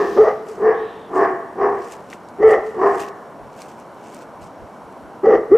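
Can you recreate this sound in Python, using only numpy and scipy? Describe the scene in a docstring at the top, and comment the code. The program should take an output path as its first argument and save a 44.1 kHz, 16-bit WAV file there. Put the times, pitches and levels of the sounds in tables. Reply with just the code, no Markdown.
"""Two large dogs bark at each other across a yard: one close by, with a clear "woo" that breaks into a rasp,
one farther off and hoarse. Close in front a small camp stove sizzles and spits; behind lie distant traffic,
soft low thumps of air, faint high tones and one thin, airy screech.
Barks: modelled vocal folds through mouth resonances, with wall echoes and a decaying tail.
Stove and background: shaped noise under level curves."""
import sys
import numpy as np
from scipy import signal
from scipy.io import wavfile
from scipy.ndimage import uniform_filter1d, minimum_filter1d, map_coordinates

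SR = 44100
rng = np.random.default_rng(int(sys.argv[2]) if len(sys.argv) > 2 else 0)


def file_out(sig):
    """Save sig as 16-bit WAV at sys.argv[1]."""
    # one column per channel
    cols = np.atleast_2d(sig).T
    # limit, then scale
    lim = np.clip(cols, -1, 1)
    pcm = np.round(lim * 32767).astype(np.int16)
    wavfile.write(sys.argv[1], SR, pcm)


N = 245809


def from_db(db):
    """Decibels to gain."""
    return 10 ** (np.asarray(db) / 20)


def rms_one(x):
    """Scale to rms 1."""
    return x / np.sqrt(np.mean(x ** 2) + 1e-20)


def ramp(t, length_s):
    """Rise from 0 to 1 over length_s, starting at t = 0."""
    return np.clip(t / max(length_s, 1e-4), 0, 1)


def in_time(rows, t):
    """Columns of a curve table at the times t."""
    s, *columns = np.transpose(rows)
    return [np.interp(t, s, c) for c in columns]


def at_hz(points, hz):
    """Columns of a spectrum table at one frequency, interpolated over log frequency."""
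    f, *columns = np.transpose(points)
    return [np.interp(np.log(hz), np.log(f), c) for c in columns]


def add(out, s, x):
    """Mix x into out from time s on."""
    i = max(round(s * SR), 0)
    out[i:i + len(x)] += x[:max(N - i, 0)]


def drift(rate_per_s, size):
    """Smooth chance of spread about 1, from rate_per_s random knots a second."""
    knots = rng.standard_normal(int(size * rate_per_s / SR) + 4)
    position = 1 + rng.random() + np.arange(size) * rate_per_s / SR
    return map_coordinates(knots, [position], order=2, mode="nearest")


def band(x, hz, width_hz):
    """A steep-sided resonance, geometrically centred on hz."""
    low = np.hypot(hz, width_hz / 2) - width_hz / 2
    high = min(low + width_hz, SR / 2 - 1000)
    return signal.sosfilt(signal.butter(2, [low, high], "band", fs=SR, output="sos"), x)


def even(x, span_s=0.0081):
    """Hold the short-term rms at 1."""
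    return x / np.sqrt(np.abs(uniform_filter1d(x * x, int(span_s * SR))) + 1e-12)


def noise_bands(size, likeness):
    """Half-octave bands of stereo noise with their centres; likeness is the left-right correlation."""
    white = rng.standard_normal((2, 2, size))
    for k, hz in enumerate(np.geomspace(28, 14336, 19)):
        mid, side = band(white[k % 2], hz, hz / np.sqrt(8))   # adjacent bands use separate noise
        alike = np.clip(at_hz(likeness, hz)[0], 0, 1)
        yield hz, np.sqrt(1 + alike) * mid + np.sqrt(1 - alike) * np.array([side, -side])


def coloured(spectrum, patchy_db):
    """Stereo noise of a given spectrum, each band wavering by itself; rms 1."""
    # left-right likeness: f/Hz, correlation 0-1
    likeness = [(60, .35), (140, .78), (210, .93), (400, .98), (1130, .97), (2600, .9), (12000, .92)]
    total = 0
    for hz, noise in noise_bands(N, likeness):
        waver = np.repeat(drift(700, N // 64 + 1), 64)[:N]   # stretched 64-fold: about 11 knots a second
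        total = total + noise * from_db(at_hz(spectrum, hz)[0] + patchy_db * waver)
    return rms_one(total)


def traffic(level_db):
    """Distant traffic under a faint hiss: steady noise, strongest in the low and middle range."""
    # f/Hz, relative density/dB per Hz
    spectrum = [(28, -20.5), (55, -16.5), (100, -10), (190, -1), (400, -3), (760, 0), (1150, -5.5),
                (1850, -26), (2400, -28), (3400, -33), (7000, -36.5), (11000, -41), (14300, -47)]
    return from_db(level_db) * coloured(spectrum, patchy_db=.8)


def whine():
    """Thin, unsteady high tones: very narrow bands of noise."""
    # f/Hz, level/dB
    tones = [(2270, -69), (5561, -74.5), (11063, -78)]
    return sum(from_db(db) * rms_one(band(rng.standard_normal(N), hz, .009 * hz)) for hz, db in tones)


def screech(t, spread_hz, breath_db):
    """A narrow, airy band of noise that rises and sinks, over a broader breath."""
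    # t/s, centre f/Hz, whistle level/dB
    glide = [(.74, 3290, -62), (.79, 3700, -61), (.865, 3910, -57.5), (.93, 3740, -59.5), (1.07, 3490, -64),
             (1.13, 3250, -75)]
    hz, db = in_time(glide, t)
    whistle = rms_one(np.sin(2 * np.pi * np.cumsum(hz) / SR) * drift(spread_hz, N))
    breath = rms_one(band(rng.standard_normal(N), 2900, 1200))
    sounding = (t > glide[0][0]) * (t < glide[-1][0])
    return from_db(db) * (whistle + from_db(breath_db) * breath) * sounding


def buffets(t, centre_hz, length_s):
    """Light air buffets the microphone: soft low thumps, independent left and right."""
    # peak t/s, level/dB
    thumps = [(2.6, -59), (3.44, -45), (4.43, -43.5), (4.63, -44), (5.05, -46.5)]
    push = sum(from_db(db) * np.exp(-((t - s) / length_s) ** 2) for s, db in thumps)
    return push * rms_one(band(rng.standard_normal((2, N)), centre_hz, centre_hz))


def jet(t):
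    """Vapour escapes in one smooth hiss that dies away."""
    # t/s, level/dB
    decay = [(0, -45), (.17, -46), (.27, -53.5), (.38, -58.5), (.46, -66)]
    # f/Hz, relative density/dB per Hz
    spectrum = [(1500, -27), (2800, -1), (4000, -12), (5400, -6.5), (7000, -23.5), (9000, -22.5)]
    level_db, = in_time(decay, t)
    return from_db(level_db) * coloured(spectrum, patchy_db=1.0) * (t < decay[-1][0])


def sizzle(t, level_db):
    """The fuel sizzles in spurts: grainy hiss, swelling and dying exponentially."""
    # peak t/s, level/dB ahead of level_db, swell time/s, dying time/s
    spurt_rows = [(0.1, -50.5, .4, 0.13), (0.49, -45, 0.024, 0.087), (1.16, -47, 0.023, 0.13),
                  (1.84, -46, 0.061, 0.15), (1.933, -39.5, 0.045, 0.021), (2.14, -42, 0.033, .015),
                  (2.51, -40, .03, 0.032), (2.68, -48.5, 0.071, 0.081), (2.96, -44.5, 0.11, 0.039),
                  (3.012, -33.5, 0.032, 0.034), (3.085, -41, 0.011, 0.01), (3.612, -42, 0.042, 0.054),
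                  (3.69, -43.5, 0.0088, 0.031), (3.8, -50, 0.029, 0.032), (4.06, -49.5, 0.048, .08),
                  (4.15, -46.5, 0.11, 0.053), (4.22, -45.5, .012, 0.015), (4.42, -46, 0.0058, 0.042)]
    # f/Hz, relative density/dB per Hz
    spectrum = [(1000, -30), (2200, 9), (3100, -6), (4300, -6.5), (6200, 0), (8500, -7), (11000, -16),
                (13500, -8), (15500, -28.5)]
    simmer_db = -67   # floor between spurts, ahead of level_db
    spurts = [from_db(db) * np.exp(-np.maximum((s - t) / swell_s, (t - s) / dying_s))
              for s, db, swell_s, dying_s in spurt_rows]
    vigour = np.maximum(np.max(spurts, axis=0), from_db(simmer_db))
    grains = rms_one(from_db(4.2 * np.clip(drift(900, N), -1.5, 2.8)))
    return from_db(level_db) * vigour * coloured(spectrum, patchy_db=1.0) * grains


def spits(level_db, crack_s, fizz_s, fizz_db):
    """The fuel spits: a droplet bursts with a crack and fizzes out unevenly."""
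    # t/s, peak level/dB ahead of level_db, centre f/Hz
    droplets = [(0.234, -38, 7000), (0.487, -31.5, 5900), (1.922, -27.5, 5360), (2.101, -34, 5000),
                (2.129, -23.5, 1940), (2.137, -36, 5300), (2.287, -36, 5730), (2.511, -30.5, 6335),
                (3.003, -27, 5710), (3.619, -28, 5400), (3.8, -40, 7000), (4.146, -31, 6050),
                (4.421, -51, 3970), (4.466, -44, 5000), (4.924, -47, 5930)]
    out, t = np.zeros(N), np.arange(SR // 10) / SR
    for s, db, hz in droplets:
        crack = np.exp(-t / crack_s)
        fizz = from_db(fizz_db + 4.3 * drift(270, len(t))) * np.exp(-t / fizz_s)
        width_hz = min(hz, hz * hz / 3500)   # big, low droplets ring more narrowly
        burst = band(rng.standard_normal(len(t)) * (crack + fizz), hz, width_hz)
        add(out, s, from_db(db + level_db) * burst / np.abs(burst).max())
    return out


def yard(x, echoes, tail_db, build_s):
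    """Direct sound, smeared echoes from walls left and right, and a tail that builds up and dies by band."""
    # f/Hz, relative density/dB per Hz, t60/s
    decay = [(150, -6, 1), (400, -5.5, 0.92), (1000, -3, 0.9), (2000, -1.5, 1), (6000, -4, .4),
             (15000, -13.5, .25)]
    # left-right likeness of the tail: f/Hz, correlation 0-1
    tail_likeness = [(150, 1), (430, 1), (750, 1), (1200, 0.48), (2000, 1), (5000, .3)]
    slant_s = .00004   # each channel's shift from the mean arrival
    t = np.arange(SR) / SR
    tail = 0
    for hz, noise in noise_bands(SR, tail_likeness):
        db, t60_s = at_hz(decay, hz)
        tail = tail + noise * from_db(db - 60 * t / t60_s)
    response = from_db(tail_db) * tail * (1 - np.exp(-t / build_s)) / np.sqrt(SR / 10)
    for k, (delay_s, db) in enumerate(echoes):
        arrival_s = delay_s + slant_s * (-1) ** k * np.array([[1], [-1]])   # walls alternate sides
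        smear = np.exp(-((t - arrival_s) / 6e-5) ** 2)
        response += from_db(db) * smear / smear.sum(axis=1, keepdims=True)
    return x + signal.fftconvolve(x[None], response, axes=1)[:, :N]


def resonances(source, modes):
    """Sum of the throat's resonances, held at an even level."""
    return even(sum(band(source, hz, width_hz) * from_db(db) for hz, width_hz, db in modes))


def bark(t, pitch_hz, rough, chest_db, mouth_db, snarl_db, mouth, snarl, hiss,
         jitter, shimmer, rasp, chaos, puff_db, push_s):
    """Vocal folds swing cleanly or break into chaos; the mouth's resonances open above the fundamental."""
    size = len(t)
    rough = np.clip(rough, 0, 1)
    phase = 2 * np.pi * np.cumsum(pitch_hz * (1 + jitter * rough * drift(328.2, size))) / SR
    flutter = 1 + shimmer * rough * np.tanh(drift(188.45, size))   # uneven swings make the rasp
    fundamental = np.sin(phase) * flutter + chaos * rough * drift(200, size) * np.cos(phase)
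    # the mouth radiates little below the fundamental
    radiation = signal.butter(4, 350, "high", fs=SR, output="sos")
    fundamental = even(signal.sosfilt(radiation, fundamental), span_s=.03)
    # a nearly symmetric swing favours the odd harmonics
    harmonics = [np.cos(k * phase) / k ** .5 * (1 if k % 2 else from_db(-9)) for k in range(2, 8)]
    pulses = rms_one(sum(harmonics))
    air = rng.standard_normal(size) * (1 + np.cos(phase) / 2)   # air passes while the folds are open
    source = ((1 - rough) * pulses + rasp * rough * air) * flutter
    jaw, teeth = resonances(source, mouth), resonances(source, snarl)
    # push of air from the chest, strongest at the start: 4.5 dB above to 4.5 dB below its middle level
    first_push = from_db(4.5 * (1 - 2 * ramp(t - t[0], push_s)))
    puff = rms_one(band(air, 262, 180)) * (0.56 + rough) * first_push
    puff += from_db(-11.5) * rms_one(band(air, 70, 76))
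    voice = from_db(chest_db) * fundamental + from_db(puff_db + 0.51 * chest_db) * puff
    voice += from_db(mouth_db) * (jaw + from_db(snarl_db) * teeth)
    # the soft muzzle swallows the treble
    voice = signal.sosfilt(signal.butter(6, 2800, fs=SR, output="sos"), voice)
    hiss_hz, hiss_width_hz, hiss_db = hiss   # air between the teeth, dB relative to the mouth
    voice += from_db(mouth_db + hiss_db) * rms_one(band(air, hiss_hz, hiss_width_hz))
    voice *= from_db(1.35 * rough * drift(69.8, size))   # a rough voice comes in uneven shoves
    return voice * np.clip((t - t[0]) / 0.00098, 0, 1) * np.clip((t[-1] - t) / 0.0051, 0, 1)


def dog(barks, gesture, **throat):
    """All barks of one dog: the gesture turns each row into the controls of the throat."""
    out = np.zeros(N)
    for row in barks:
        t, *controls = gesture(*row)
        add(out, t[0], bark(t, *controls, **throat))
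    return out


def hoarse_bark(peak_at_s, swell_s, hold_s, top_hz, rough, chest_db, drop_db, mouth_db, snarl_db):
    """Level and pitch swell out of silence with the push of air, hold, and trail off in a snarl."""
    release_s, drop_s = .14, 0.014   # the fundamental drops when the push ends
    swell_depth_db, swell_curve = 15, 1.65   # rounds off towards its top
    swell_rise_hz, sag_hz_per_s = 40.6, 170
    chest_fall_db_per_s, mouth_fall_db_per_s = 54.5, 154
    slack_rough = .25   # added where the voice is weak
    baring_db_per_s, lips_shut_db = 32.5, 3.5   # the snarl grows as the lips draw back
    t = np.arange(-min(2 * swell_s, peak_at_s), hold_s + release_s, 1 / SR)
    weak, dropped = ramp(-t, swell_s), ramp(t - hold_s, drop_s)
    swell_db = -swell_depth_db * np.maximum(-t / swell_s, 0) ** swell_curve
    released_s = np.maximum(t - hold_s, 0)
    pitch_hz = top_hz - swell_rise_hz * weak - sag_hz_per_s * released_s
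    rough = rough + slack_rough * (weak + dropped)
    chest_db = chest_db + swell_db - drop_db * dropped - chest_fall_db_per_s * released_s
    mouth_db = mouth_db + swell_db - mouth_fall_db_per_s * released_s
    snarl_db = snarl_db - lips_shut_db * weak + baring_db_per_s * t
    return peak_at_s + t, pitch_hz, rough, chest_db, mouth_db, snarl_db


def far_dog():
    """The far dog: hoarse swells through a rough throat, with strong wall echoes."""
    # swell top t/s, swell/s, hold/s, top pitch f/Hz, roughness 0-1 ahead of slack, fundamental level/dB,
    # its drop after the hold/dB, mouth level/dB, snarl level/dB re mouth
    barks = [(0.004, .06, 0.015, 417.3, .45, -13, 7, -22.5, -9),
             (0.660, .064, 0.046, 441.2, 0.45, -12.5, 15, -22.5, -9),
             (1.198, .072, 0.029, 395.1, 0.74, -15.5, 8, -16.5, -12),
             (1.630, 0.059, 0.04, 409.1, 0.89, -17.5, 5.5, -19.5, -14.5),
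             (2.840, .064, 0.04, 401.7, 0.6, -15, 8, -17, -14.5)]
    # open-mouth resonances: f/Hz, width/Hz, relative level/dB
    mouth = [(732, 147, 2), (1064, 187, 0.5), (1367, 100, -18)]
    # upper resonances of the snarl: f/Hz, width/Hz, relative level/dB
    snarl = [(1743, 180, 26.5), (2530, 240, -13)]
    # wall echoes: delay/s, level/dB re direct
    echoes = [(.027, -6), (0.069, -12), (0.118, -29), (0.171, -19.5)]
    voice = dog(barks, hoarse_bark, mouth=mouth, snarl=snarl, hiss=(5140, 1400, -38.5),
                jitter=0.069, shimmer=1.0, rasp=8.4, chaos=0.84, puff_db=-29.5, push_s=0.27)
    return from_db(0.04) * yard(voice, echoes, tail_db=-5.0, build_s=0.0087)


def woo_bark(start_s, attack_s, lead_s, woo_s, rasp_s, start_hz, top_hz, sag_hz_per_s,
             woo_rough, woo_db, rasp_db, catch_db, mouth_db, snarl_db):
    """The folds lock into a clear tone while the jaw opens, break into a rasp, catch once more and let go."""
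    attack_db, pitch_rise_s, release_s = 21, .052, 0.083
    lead_below_db, lead_rough, rasp_rough = 6.5, 0.54, 0.97   # the lead-in lies under the woo
    lock_s, break_s = 0.0027, 0.014   # the folds lock into the woo, and break out of it
    hitch_s, hitch_dip_db, hitch_flare_db = 0.0059, 10.5, 7.5   # fundamental gives way, mouth flares
    catch_after_s, catch_s, catch_clears = .047, 0.011, 0.77   # delay after the woo, half length, share
    jaw_lag_s, jaw_close_s = 0.053, 0.087   # the jaw is widest just after the woo
    jaw_shut_db, teeth_shut_db = 10, 6   # loss of mouth and snarl with the jaw shut
    chest_fall_db_per_s, mouth_fall_db_per_s = 381.5, 190.5
    break_at_s = lead_s + woo_s
    t = np.arange(0, break_at_s + rasp_s + release_s, 1 / SR)
    locked, broken = ramp(t - lead_s + lock_s, lock_s), ramp(t - break_at_s, break_s)
    hitch = np.exp(-((t - lead_s + lock_s + hitch_s) / hitch_s) ** 2)
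    catch = np.exp(-((t - break_at_s - catch_after_s) / catch_s) ** 2)
    released_s = np.maximum(t - break_at_s - rasp_s, 0)
    onset_db = attack_db * (ramp(t, attack_s) - 1)
    widest_at_s = break_at_s + jaw_lag_s
    shut = 1 - ramp(t, widest_at_s) + ramp(t - widest_at_s, jaw_close_s)
    pitch_hz = start_hz + (top_hz - start_hz) * ramp(t, pitch_rise_s)
    pitch_hz -= sag_hz_per_s * np.maximum(t - lead_s - woo_s / 2, 0)   # sags from mid-woo on
    rough = woo_rough + (lead_rough - woo_rough) * (1 - locked)
    rough += (rasp_rough - woo_rough) * broken * (1 - catch_clears * catch)
    chest_db = woo_db - lead_below_db * (1 - locked) + (rasp_db - woo_db) * broken
    chest_db += (catch_db - rasp_db) * catch
    chest_db += onset_db - hitch_dip_db * hitch - chest_fall_db_per_s * released_s
    mouth_db = mouth_db + onset_db + hitch_flare_db * hitch - jaw_shut_db * shut
    mouth_db -= mouth_fall_db_per_s * released_s
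    return start_s + t, pitch_hz, rough, chest_db, mouth_db, snarl_db - teeth_shut_db * shut


def near_dog():
    """The near dog: a gruff lead-in, a hitch, a clear "woo", then a rasp in which the voice catches."""
    # start t/s, attack/s, lead-in/s, woo/s, rasp/s, starting pitch f/Hz, top pitch f/Hz ahead of sag,
    # sag/Hz per s, woo roughness 0-1, fundamental level/dB in woo, in rasp, at catch,
    # open mouth level/dB, snarl level/dB re mouth
    barks = [(0.155, 0.011, 0.0319, 0.0448, 0.06, 342.4, 439.8, 200.5, 0.27, -6.5, -27, -12.5, -15, -15.5),
             (2.385, 0.035, 0.0541, 0.0424, 0.099, 399, 443.6, 299.5, 0.12, -3.5, -22, -6, -16, -6.5),
             (5.231, 0.006, 0.0373, 0.024, 0.057, 405.2, 450.4, 679.5, 0.5, -6, -12, -7, -17, -10.5),
             (5.499, .02, .02, 0.043, .060, 322.5, 458, 5, 0.14, -4, -23, -10.5, -20, -9.5)]
    # open-mouth resonances: f/Hz, width/Hz, relative level/dB
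    mouth = [(573, 190, 7), (770, 54, 9), (1165, 143, 1.5), (971, 170, -2)]
    # upper resonances of the snarl: f/Hz, width/Hz, relative level/dB
    snarl = [(1908, 180, 23), (2170, 1900, -2), (2650, 400, -30.5)]
    # wall echoes: delay/s, level/dB re direct
    echoes = [(0.021, -17), (0.059, -15), (.094, -18), (0.212, -26), (0.3, -24.5)]
    voice = dog(barks, woo_bark, mouth=mouth, snarl=snarl, hiss=(5200, 1900, -38),
                jitter=.1, shimmer=0.88, rasp=9.9, chaos=1.0, puff_db=-25.5, push_s=.075)
    return yard(voice, echoes, tail_db=-13.5, build_s=0.0068)


def scene():
    """Dogs in the yard, the stove in front, traffic behind."""
    t = np.arange(N) / SR
    background = traffic(level_db=-38.5) + whine()
    background += screech(t, spread_hz=340, breath_db=5.5) + buffets(t, centre_hz=69, length_s=0.032)
    stove = jet(t) + sizzle(t, level_db=-3.5)
    stove += spits(level_db=-1.5, crack_s=.0012, fizz_s=.01, fizz_db=-13)
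    dogs = far_dog() + near_dog()
    # dogs and stove sit slightly left
    return dogs * from_db([[.13], [-.13]]) + stove * from_db([[.4], [-.4]]) + background


def record(dry):
    """A fast limiter ducks the loudest swings; the top is cut."""
    ceiling, hold, cutoff_hz = .94, int(.006 * SR), 15200   # hold in samples
    gain = ceiling / np.maximum(np.abs(dry).max(axis=0), ceiling)
    gain = uniform_filter1d(minimum_filter1d(gain, hold), hold)
    top_cut = signal.ellip(8, .1, 60, cutoff_hz, fs=SR, output="sos")
    return signal.sosfiltfilt(top_cut, dry * gain)


dry = scene()
out = record(dry)
file_out(out)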